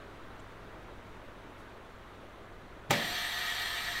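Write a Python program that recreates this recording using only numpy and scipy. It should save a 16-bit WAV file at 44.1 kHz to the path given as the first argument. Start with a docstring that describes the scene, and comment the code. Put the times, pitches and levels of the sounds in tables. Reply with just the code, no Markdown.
"""Vacuum sealer in a workshop

A tabletop sealer, close by. Its solenoid valve pulls in with a clack that shakes the steel
cabinet. Air then rushes through valve and pipe, hissing in their resonances; the colour of
the hiss drifts as the chamber fills. Behind it: ventilation, motor and mains hum, faint rustles."""
import sys
import numpy as np
from scipy import signal
from scipy.fft import rfft, irfft
from scipy.io import wavfile
from scipy.ndimage import uniform_filter1d

SR = 44100
rng = np.random.default_rng(int(sys.argv[2]) if len(sys.argv) > 2 else 0)


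def store_pcm(level_fs):
    """Save levels as 16-bit WAV."""
    pcm = np.round(np.clip(level_fs, -1, 1) * 32767).astype(np.int16)
    wavfile.write(sys.argv[1], SR, np.atleast_2d(pcm).T)


N = 176400
OPEN_S = 2.912  # air starts to flow


def valve():
    """The coil tugs, the plunger cracks home and rebounds, the cabinet rings."""
    # plunger strike, seating, rebounds: t/s, crack gain/dB, thud gain/dB
    blows = [(2.9072, 0, 0), (2.9101, -1, -7), (2.916, -11, -7), (2.9314, -14, -10.5)]
    # crack spectrum: f/Hz, relative level/dB
    crack_shape = [(100, -14), (400, -10), (850, 2), (1400, -5.5), (2200, -5), (3700, -5.5), (5200, -14.5),
                   (7500, -11), (11500, -32), (14500, -15), (16000, -17)]
    # cabinet modes: f/Hz, level/dB, T60/s
    cabinet = [(112, -39, .39), (143, -23, .04), (161, -27, .32), (206, -39, .33), (232, -35, .11),
               (262, -32, .18), (320, -37, .14), (376, -40, .23), (510, -30, .15), (577, -32, .27),
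               (807, -28, .16), (925, -25, .07), (1210, -28, .2), (1335, -37, .12)]
    # diffuse ring of panels and room: f/Hz, relative level/dB
    ring_shape = [(40, -32), (85, -16), (140, -1), (240, -2), (420, -7.5), (600, -2), (800, -6),
                  (1050, -13.5), (2000, -2), (4000, -11), (7000, -18.5), (15000, -26)]
    # its decay: f/Hz, T60/s
    ring_t60 = [(100, 0.79), (300, 0.87), (700, 0.63), (2000, 0.44), (6000, 0.36), (15000, 0.14)]
    crack_db, crack_t60_s = -20, 0.028
    ring_db, ring_rise_s = -27, 0.0054
    tug_hz, tug_db, scrape_db, tug_half_s = 130, -25, -37, 0.017
    t, out = np.arange(N) / SR, np.zeros(N)
    strike_s = blows[0][0]
    thud = sum((-1) ** (k + 1) * amp(db - 60 * t / t60) * np.sin(2 * np.pi * hz * t)
               for k, (hz, db, t60) in enumerate(cabinet))
    for s, crack_gain_db, thud_gain_db in blows:
        crack = amp(crack_db + crack_gain_db - 60 * t / crack_t60_s) * coloured(crack_shape)
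        add(out, s, crack + amp(thud_gain_db) * thud)
    ring = shaped(coloured(ring_shape), lambda f, s: -60 * s / read(ring_t60, f))
    add(out, strike_s, amp(ring_db) * ring * (1 - np.exp(-t / ring_rise_s)))
    tug = amp(tug_db) * np.sin(2 * np.pi * tug_hz * (strike_s - t))
    scrape = amp(scrape_db) * coloured(ring_shape)
    around_strike = np.maximum(1 - abs(t - strike_s) / tug_half_s, 0) ** 2
    return out + (tug + scrape) * around_strike


def air_rush():
    """A fluttering turbulent jet, coloured by pipe and chamber. Stereo."""
    # jet spectrum: f/Hz, relative level/dB
    jet_shape = [(150, -12), (480, -21), (700, -4), (1000, -4), (1480, -2), (1800, 1.5), (2250, 0.5),
                 (2540, -3.5), (2900, -2.5), (3800, 3), (4700, -5.5), (5100, -9.5), (5900, -7.5),
                 (6550, -17), (7300, -13), (8300, -12.5), (9500, -13.5), (10300, -25), (11200, -26),
                 (11900, -8), (12900, -11.5), (14200, -20), (15700, -23)]
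    # pipe and chamber resonances: f/Hz, width/Hz, peak/dB
    pipe = [(705, 40, 14), (915, 25, 4), (1245, 40, 9), (1290, 25, 5), (1335, 20, 7), (1585, 22, 6),
            (1690, 35, 6), (1765, 60, 11), (1865, 60, 9), (1912, 50, 11), (1990, 35, 6), (2325, 40, 8),
            (2740, 32, 9), (2880, 38, 9), (3015, 22, 7), (3148, 28, 9), (3285, 35, 9), (3338, 25, 9),
            (3580, 80, 7), (4215, 55, 8), (4525, 35, 12), (5260, 45, 7)]
    # many small resonances between them: f/Hz, depth/dB
    ripple_depth = [(600, 1.0), (4600, 1.6), (5600, 4), (12000, 5.5)]
    # overall gain of the rush: t/s, gain/dB
    flow = [(2.92, -1), (3.15, -0.2), (3.3, -2.5), (3.42, -2), (3.7, -3.95), (3.9, -5.75), (4, -6.5)]
    # band gains climb as the chamber fills, offsetting the fall in flow: f/Hz, rate/(dB/s)
    climb = [(600, 3.5), (1900, 6.5), (3200, 3.5), (8000, 5.5), (13000, 3)]
    base_db, rise_s, ripple_step_hz = -35.5, 0.0083, 42
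    flutter_db, flutter_hz = 0.52, 110
    side_db, side_above_hz = -24, 3500
    t, hz = np.arange(N) / SR, np.fft.rfftfreq(N, 1 / SR)
    pipe_power = 1 + sum(amp(db) ** 2 / (1 + (2 * (hz - f) / width) ** 2) ** 1.82
                         for f, width, db in pipe)
    ripple = np.interp(hz / ripple_step_hz, np.arange(len(hz)), rng.standard_normal(len(hz)))
    colour = np.sqrt(pipe_power) * amp(read(jet_shape, hz) + read(ripple_depth, hz) * ripple)
    jet = shaped(noise(lambda f: colour),
                 lambda f, s: eddies_db(f, s) + read(climb, f) * np.maximum(s - OPEN_S, 0))
    side = amp(side_db) * noise(lambda f: colour * (f > side_above_hz)) * np.array([[1], [-1]])
    opening = np.clip((t - OPEN_S) / rise_s, 0, 1)
    gain_db = base_db + np.interp(t, *np.transpose(flow)) + flutter_db * band(0, flutter_hz)
    return (jet + side) * opening * amp(gain_db)


def ventilation():
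    """Low, eddying air noise; sinks slightly until the valve opens."""
    # ventilation spectrum: f/Hz, relative level/dB
    vent_shape = [(15, 10), (30, -4.5), (55, 5.5), (75, -3.5), (130, -1), (220, -0.5), (380, 1), (600, -1),
                  (720, -4), (1200, -3), (1650, -6.5), (2500, -13.5), (3800, -18), (5100, -28),
                  (5900, -27.5), (7000, -30.5), (10800, -35.5), (15500, -38)]
    level_db, fall_db_per_s = -50, 0.5
    t = np.arange(N) / SR
    vent = shaped(coloured(vent_shape), eddies_db)
    return vent * amp(level_db - fall_db_per_s * (np.minimum(t, OPEN_S) - OPEN_S / 2))


def hum():
    """Motor and mains tones, each wavering in pitch, swelling together."""
    # tones: f/Hz, rms waver/Hz, level/dB
    tones = [(39.4, 2.8, -61), (53.2, 3.78, -63), (101.3, 1.6, -61), (201, 1.95, -71), (296, 2.7, -78),
             (374.4, 6, -72.5), (648.5, 5.5, -69)]
    # slow swell: t/s, gain/dB
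    swell = [(0, -0.5), (.9, 2), (1.3, -1.5), (2.4, -1.5), (3.1, -1), (3.7, 2.5)]
    waver_rate_hz = 4.96
    t, out = np.arange(N) / SR, np.zeros(N)
    for hz, waver_hz, db in tones:
        turns = np.cumsum(hz + waver_hz * band(0, waver_rate_hz)) / SR
        out += amp(db) * unit(np.sin(2 * np.pi * turns))
    return out * amp(np.interp(t, *np.transpose(swell)))


def rustles():
    """Faint handling: brief puffs of high noise."""
    # puffs: t/s, half-length/s, f/Hz, half-width/Hz, level/dB
    puffs = [(.4, .006, 7300, 1800, -66), (1.6, .03, 6000, 8500, -70)]
    t = np.arange(N) / SR
    return sum(amp(db) * band(hz, width_hz) * np.exp(-((t - s) / half_s) ** 2)
               for s, half_s, hz, width_hz, db in puffs)


def amp(db):
    """dB to gain."""
    return 10 ** (np.asarray(db) / 20)


def unit(x):
    """Scales to rms 1."""
    return x / np.sqrt(np.mean(x ** 2) + 1e-20)


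def read(points, hz):
    """Interpolates a table over log frequency."""
    f, value = np.transpose(points)
    return np.interp(np.log(hz + 1), np.log(f + 1), value)


def add(mix, s, sound):
    """Mixes a sound in at time s."""
    part = mix[round(s * SR):][:len(sound)]
    part += sound[:len(part)]


def noise(gain):
    """Noise of rms 1 with spectrum gain(f/Hz)."""
    return unit(irfft(rfft(rng.standard_normal(N)) * gain(np.fft.rfftfreq(N, 1 / SR)), N))


def coloured(shape):
    """Noise of rms 1 from a table of f/Hz, level/dB."""
    return noise(lambda f: amp(read(shape, f)))


def band(hz, width_hz):
    """Noise of rms 1 in a Gaussian band."""
    return noise(lambda f: np.exp(-((f - hz) / width_hz) ** 2))


def shaped(x, field_db):
    """Applies the gain field_db(f/Hz, t/s)."""
    frames = dict(fs=SR, nperseg=512, noverlap=384)
    hz, t, z = signal.stft(x, **frames)
    return signal.istft(z * amp(field_db(hz[:, None], t[None])), **frames)[1][:len(x)]


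def eddies_db(hz, t):
    """Random gain patches, 1 dB rms, about 500 Hz by 35 ms."""
    cells = rng.standard_normal((hz.size, t.size))
    return unit(uniform_filter1d(uniform_filter1d(cells, size=6, axis=0), size=12, axis=1))


def scene():
    """Sealer and workshop, nearly all centred."""
    return valve() + air_rush() + ventilation() + hum() + rustles()


def record(dry):
    """Low-pass at 15.8 kHz."""
    lowpass = signal.firwin(601, 15800, window=("kaiser", 9), fs=SR)
    return signal.oaconvolve(dry, lowpass[None], "same")


dry = scene()
out = record(dry)
store_pcm(out)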